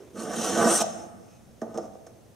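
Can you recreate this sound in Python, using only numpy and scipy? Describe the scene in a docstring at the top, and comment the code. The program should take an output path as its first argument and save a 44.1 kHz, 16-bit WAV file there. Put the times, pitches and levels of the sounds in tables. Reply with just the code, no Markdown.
"""Steel scriber across a metal pan.

One long stroke crosses an upturned pan held on a workbench; countless tiny slips ring the pan and
make the scriber hiss. It squeals briefly and knocks off the rim, then is set down and nudged into place.
Random friction impulses and knocks drive filters for pan and shaft; noise echoes form a live workshop."""
import sys
import numpy as np
from scipy import signal
from scipy.fft import rfft, irfft
from scipy.io import wavfile

SR = 44100
rng = np.random.default_rng(int(sys.argv[2]) if len(sys.argv) > 2 else 0)


def to_wav(s):
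    """Save 16-bit WAV."""
    ch = np.atleast_2d(s).T  # columns
    pcm = np.round(np.clip(ch, -1, 1) * 32767)  # PCM
    wavfile.write(sys.argv[1], SR, pcm.astype(np.int16))


N = 103635
TIME_S = np.arange(N) / SR


def from_db(db):
    """Decibels to amplitude gain."""
    return 10 ** (np.asarray(db) / 20)


def rms_one(x):
    """Scale to unit power."""
    return x / np.sqrt(np.mean(x ** 2) + 1e-20)


def unit_energy(x):
    """Scale a response so that it keeps the power of white noise."""
    return x / np.sqrt(np.sum(x ** 2) + 1e-20)


def gain_curves(rows):
    """Gains interpolated in dB from (time_s, level_db, ..) rows; -120 dB outside them."""
    time_s, *levels_db = np.transpose(rows)
    return [from_db(np.interp(TIME_S, time_s, db, left=-120, right=-120)) for db in levels_db]


def at_hz(points, hz):
    """Read a table on a log-frequency axis."""
    table_hz, values = np.transpose(points)
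    return np.interp(np.log(np.maximum(hz, 1)), np.log(table_hz), values)


def through(x, response):
    """Convolve a signal with an impulse response."""
    return signal.fftconvolve(x, response)[:N]


def colour(points, peaks=()):
    """Minimum-phase response of a body: resonances on a broad spectrum."""
    size = 32768
    hz = np.fft.rfftfreq(size, 1 / SR)
    power = 1
    for centre_hz, width_hz, boost_db in peaks:
        power = power + from_db(boost_db) ** 2 / (1 + (2 * (hz - centre_hz) / width_hz) ** 2)
    magnitude = from_db(at_hz(points, hz)) * np.sqrt(power)
    # folding the cepstrum makes the response causal
    cepstrum = irfft(np.log(magnitude))
    cepstrum[1:size // 2] *= 2
    cepstrum[size // 2 + 1:] = 0
    return unit_energy(irfft(np.exp(rfft(cepstrum))))


def band_filter(x, hz, kind, order=2):
    """Butterworth filter."""
    return signal.sosfilt(signal.butter(order, hz, kind, fs=SR, output="sos"), x)


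def dull(x, hz):
    """Soft contact: a low-pass."""
    return band_filter(x, hz, "low")


def drift(cutoff_hz):
    """Slow low-passed noise with unit spread, past the filter's start-up."""
    return rms_one(dull(rng.standard_normal(2 * N), cutoff_hz)[N:])


def swell(peak_s, spread_s):
    """Gaussian rise and fall."""
    return np.exp(-.5 * ((TIME_S - peak_s) / spread_s) ** 2)


def dying(t60_s):
    """Exponential decay, floored at -240 dB."""
    return from_db(-60 * np.minimum(TIME_S / t60_s, 4))


def scatter(decay_s):
    """Burst of dense echoes: whitening alternates with a taper that keeps it short."""
    size = 8192
    burst = rng.standard_normal(size) * dying(decay_s)[:size]
    taper = np.exp(-(TIME_S[:size] / decay_s) ** 4)
    for _ in range(6):
        spectrum = rfft(burst)
        burst = irfft(spectrum / (np.abs(spectrum) + 1e-12)) * taper
    return unit_energy(burst)


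# steady air noise spectrum: [hz, relative_db]
AIR_SPECTRUM = [(20, -13.5), (40, -29), (62, -3), (95, -2.5), (122, 2.5), (160, -8.5), (600, -10),
                (1000, -21.5), (2200, -27), (4500, -30.5), (6200, -30.5), (10000, -30.5), (15500, -37.5)]
AIR_DB, AIR_SIDE_DB = -56.5, -4  # side is relative to mid


def air():
    """Steady stereo background: coloured noise in mid and side."""
    mid, side = (through(rng.standard_normal(N), colour(AIR_SPECTRUM)) for _ in range(2))
    return from_db(AIR_DB) * (mid + from_db(AIR_SIDE_DB) * side * [[1], [-1]])


# workshop decay: [hz, t60_s]
ROOM_DECAY = [(100, 3.5), (600, 0.99), (1500, 1.2), (6000, 0.19), (9000, 1), (15000, -0.1)]
# workshop reverberation spectrum: [hz, level_db]
ROOM_SPECTRUM = [(100, -0.5), (230, -15), (450, -17.5), (720, -1), (1000, -10), (1500, -9.5), (4000, -7.5),
                 (7000, -7), (9000, -16), (15000, -11.5)]


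def workshop(x):
    """One ear's reverberation: each band of the echo dies at its own rate."""
    edges_hz = np.geomspace(62, 16000, 24)
    white = rng.standard_normal((2, N))  # alternates between neighbouring bands
    tail = 0
    for k, (low_hz, high_hz) in enumerate(zip(edges_hz, edges_hz[1:])):
        hz = np.sqrt(low_hz * high_hz)
        band = band_filter(white[k % 2], [low_hz, high_hz], "band")
        echo = unit_energy(band * dying(at_hz(ROOM_DECAY, hz)))
        bandwidth_gain = np.sqrt(2 * (high_hz - low_hz) / SR)
        tail = tail + from_db(at_hz(ROOM_SPECTRUM, hz)) * bandwidth_gain * echo
    return through(x, tail)


EARLY_DB, EARLY_DECAY_S = -12.5, 0.02


def bench_reflections(x):
    """Short dense echoes, opposite in the two ears."""
    return from_db(EARLY_DB) * through(x, scatter(EARLY_DECAY_S)) * [[1], [-1]]


SLIPS_PER_S, SLIP_SPREAD_DB = 7000, 0.5
CHATTER_HZ, CHATTER_DB = 74, 1


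def slips():
    """Friction force: tiny catches of uneven size that come in clumps."""
    spread_db = SLIP_SPREAD_DB * np.minimum(rng.exponential(1, N), 4)
    sizes = from_db(spread_db) * rng.choice([-1, 1], N)
    clumps = from_db(CHATTER_DB * rms_one(dull(rng.standard_normal(N), CHATTER_HZ)))
    catches = rng.random(N) < SLIPS_PER_S / SR
    return rms_one(sizes * clumps * catches)


# hand rub on the pan, and the high hiss dying away after the stroke: [time_s, hand_rub_db, high_hiss_db]
RUB_AND_TAIL_LEVELS = [(0, -43.5, -66.5), (.07, -67, -70), (.14, -53, -74), (.83, -51, -45),
                       (1.02, -42, -53.5), (1.12, -55, -70), (1.32, -57, -64.5), (1.42, -60, -73),
                       (1.55, -61, -73), (2.1, -52, -73), (2.35, -65, -76)]
HAND_DULL_HZ = 480


def hand_rub_and_hiss_tail(friction):
    """A dulled hand rub on the pan, and faint friction for the high hiss dying away after the stroke."""
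    rub, high_hiss = gain_curves(RUB_AND_TAIL_LEVELS)
    return dull(rub * slips(), HAND_DULL_HZ), high_hiss * friction


# friction squeaks: [centre_s, spread_s, pitch_hz, width_hz, level_db]
SQUEAK_EVENTS = [(0.035, 0.08, 379, 40, -49.5), (1.33, 0.036, 2530, 89, -70),
                 (1.81, 0.036, 5410, 170, -66.5)]


def squeaks():
    """Faint squeaks and rasps: short swells of friction in one narrow resonance."""
    total = np.zeros(N)
    for centre_s, spread_s, pitch_hz, width_hz, level_db in SQUEAK_EVENTS:
        b, a = signal.iirpeak(pitch_hz, pitch_hz / width_hz, fs=SR)
        tone = rms_one(signal.lfilter(b, a, slips()))
        total += from_db(level_db) * swell(centre_s, spread_s) * tone
    return total


# light rubbing while the point is placed: [time_s, pan_rumble_db, scriber_hiss_db]
NUDGE_LEVELS = [(1.62, -28, -60), (1.655, -43, -80), (1.69, -40, -81), (1.73, -49, -72),
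                (1.755, -32.5, -57), (1.795, -33.5, -60), (1.825, -45.5, -68), (1.854, -40, -60),
                (1.89, -49.5, -89), (1.955, -51, -73), (1.975, -75, -118)]
RUB_DULL_HZ = 850


def nudge(friction):
    """Light friction: a dulled rumble force on the pan and a hiss force on the shaft."""
    rumble, hiss = gain_curves(NUDGE_LEVELS)
    return dull(rumble * friction, RUB_DULL_HZ), hiss * friction


# knocks of the point on the pan: [start_s, knock_db, centre_hz, q, tick_db]
TAP_EVENTS = [(.803, 5, 816, 2.7, -18), (.817, 11.5, 700, 2.2, -11.5), (.840, 5, 735, 2.4, -27),
              (.866, 2, 637, 2.4, -42), (1.616, -7.5, 1780, 2.5, -27), (1.618, 0, 292, 0.39, -30),
              (1.743, -13, 840, 0.94, -30), (1.775, 1, 510, 1.32, -19), (1.782, 1.5, 713, 1.36, -26),
              (1.953, -16, 494, 1.06, -44), (2.066, -16.5, 550, 0.94, -30), (2.070, -21, 1600, 1.2, -31.5)]


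def taps():
    """Knock forces: a soft push on the pan in one band, a sharp tick on the shaft."""
    push, tick = np.zeros(N), np.zeros(N)
    for start_s, knock_db, centre_hz, q, tick_db in TAP_EVENTS:
        click = signal.unit_impulse(N, int(start_s * SR))
        b, a = signal.iirpeak(centre_hz, max(q, .5), fs=SR)
        once = signal.lfilter(b, a, click + 1e-18)  # tiny offsets avoid denormals
        push += from_db(knock_db) * signal.lfilter(b, a, once + 1e-18)
        tick += from_db(tick_db) * click
    return push, tick


# squealing shaft modes: [pitch_hz, width_hz, boost_db]
SQUEAL_MODES = [(5980, 250, 16.5), (8480, 80, 12), (8230, 78, 10.5), (8680, 69, 13.5)]
# broad band under the squeal: [hz, relative_db]
SQUEAL_SPECTRUM = [(300, -70), (3000, -37), (5700, -9), (9000, 1.5), (15000, -23)]
SQUEAL_PEAK_S, SQUEAL_RISE_S, SQUEAL_FALL_S = 0.7765, 0.06, 0.0085  # Gaussian spreads
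SQUEAL_DB, SQUEAL_ROOM_DB = -23, -6.5  # room send is relative to the direct squeal


def squeal():
    """High shaft modes swell as the point speeds up, then break off."""
    spread_s = np.where(TIME_S < SQUEAL_PEAK_S, SQUEAL_RISE_S, SQUEAL_FALL_S)
    modes = through(slips(), colour(SQUEAL_SPECTRUM, SQUEAL_MODES))
    return from_db(SQUEAL_DB) * swell(SQUEAL_PEAK_S, spread_s) * modes


# shaft resonances under pressure: [pitch_hz, width_hz, boost_db]
PRESSED_MODES = [(2680, 600, 4.5), (3115, 71, 9.5), (5550, 300, 8), (6180, 150, 12), (6560, 320, -4.5),
                 (8910, 880, 9.5), (12200, 250, 10.5)]
# hiss under pressure: [hz, relative_db]
PRESSED_HISS = [(150, -73), (1200, -16), (2200, -8), (2700, 4.5), (4000, 3.5), (4700, 0.5), (5700, 6.5),
                (7400, 6), (9200, 0.5), (10200, -0.5), (10800, -6.5), (13500, -11.5), (15700, -19)]
# shaft resonances when lightly held: [pitch_hz, width_hz, boost_db]
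FREE_MODES = [(5350, 110, 11.5), (5880, 100, 10.5), (6370, 120, 14), (8730, 57, 15)]
# hiss of a light touch: [hz, relative_db]
TOUCH_HISS = [(150, -46), (1200, 5), (2500, -1.5), (3800, -0.5), (4700, -4.5), (5400, 3.5), (7400, 3),
              (9500, -6), (12000, -13), (15700, -16)]
SHAFT_DECAY_S = 0.018


def scriber(hard, light):
    """A light touch lets the shaft ring; hard pressure damps it and favours broad hiss."""
    pressed = through(hard, colour(PRESSED_HISS, PRESSED_MODES))
    free = through(light, colour(TOUCH_HISS, FREE_MODES))
    return through(pressed + free, scatter(SHAFT_DECAY_S))


# clear pan modes: [pitch_hz, width_hz, boost_db]
PAN_MODES = [(200.6, 9.4, 14.5), (224.7, 12.6, 17), (299.2, 15.8, 8.5), (339.4, 9, 12.5), (439, 6.8, 12.5),
             (479.8, 17, 11.5), (527, 20, 6.5), (656.3, 35, 9), (746, 7.7, 2.5), (859.4, 25, 3),
             (1173, 45, 8), (1247, 17.6, 11.5), (1340, 45, 4.5), (1512, 30, 13)]
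# dense pan ringing: [hz, relative_db]
PAN_SPECTRUM = [(30, -51), (100, -12.5), (170, -4.5), (270, -2.5), (720, 2), (1000, -8), (1130, -4.5),
                (1600, -10.5), (1880, -6.5), (2050, -18), (4000, -32), (10000, -112)]
PAN_DECAY_S = 0.0246


def pan(force):
    """Clear modes over a dense ring that the hand damps quickly."""
    modes = np.pad(colour(PAN_SPECTRUM, PAN_MODES), (0, N))
    return through(force, through(modes, scatter(PAN_DECAY_S)))


STREAK_DB, STREAK_HZ = 2.2, 16


def streaks(x):
    """As the point travels, each band of its scrape swells and fades on its own."""
    edges_hz = np.geomspace(180, 16000, 44)
    spectrum = rfft(x)
    band = np.digitize(np.fft.rfftfreq(N, 1 / SR), edges_hz)
    total = np.zeros(N)
    for k in range(len(edges_hz)):  # everything above the last edge is left out
        total += irfft(spectrum * (band == k), N) * from_db(STREAK_DB * drift(STREAK_HZ))
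    return rms_one(total)


# long stroke: [time_s, pan_ringing_db, pan_bass_db, scriber_hiss_db]
STROKE_LEVELS = [(.13, -80, -51, -72), (.16, -46, -30, -57.5), (.196, -38, -35, -44),
                 (.25, -39, -30.5, -47.5), (.275, -38.5, -29.5, -50), (.338, -34, -34, -41.5),
                 (.39, -37, -28, -38), (.455, -30, -27.5, -34.5), (.53, -31.5, -27.5, -37),
                 (.59, -22, -18.5, -35.5), (.655, -23, -19, -34.5), (.71, -22.5, -31, -29.5),
                 (.762, -30.5, -48, -35.5), (.794, -30.5, -48, -32.5), (.819, -27, -48, -27),
                 (.829, -62, -65, -41)]
BASS_SPLIT_HZ = 294


def stroke(friction):
    """Streaky friction drives shaft and upper pan; separate slips drive the pan's bass."""
    ring, bass, hiss = gain_curves(STROKE_LEVELS)
    scrape = streaks(friction)
    upper = ring * band_filter(scrape, BASS_SPLIT_HZ, "high")
    lower = bass * dull(slips(), BASS_SPLIT_HZ)
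    return upper + lower, hiss * scrape


def scene():
    """Friction and knocks drive pan and scriber; bench reflections and the room spread them."""
    friction = slips()
    hand_rub, hiss_tail = hand_rub_and_hiss_tail(friction)
    nudge_rumble, nudge_hiss = nudge(friction)
    push, tick = taps()
    stroke_force, stroke_hiss = stroke(friction)

    pan_sound = pan(stroke_force + nudge_rumble + hand_rub + push)
    high_sound = scriber(stroke_hiss, nudge_hiss + hiss_tail + tick)
    body = pan_sound + high_sound + squeaks()
    whistle = squeal()

    direct = body + whistle
    to_room = body + from_db(SQUEAL_ROOM_DB) * whistle
    room = np.array([workshop(to_room), workshop(to_room)])
    return direct + bench_reflections(direct) + room + air()


CUTOFF_HZ = 15600


def record(dry):
    """The top is cut steeply by an elliptic low-pass."""
    return signal.sosfilt(signal.ellip(12, .1, 90, CUTOFF_HZ, fs=SR, output="sos"), dry)


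dry = scene()
out = record(dry)
to_wav(out)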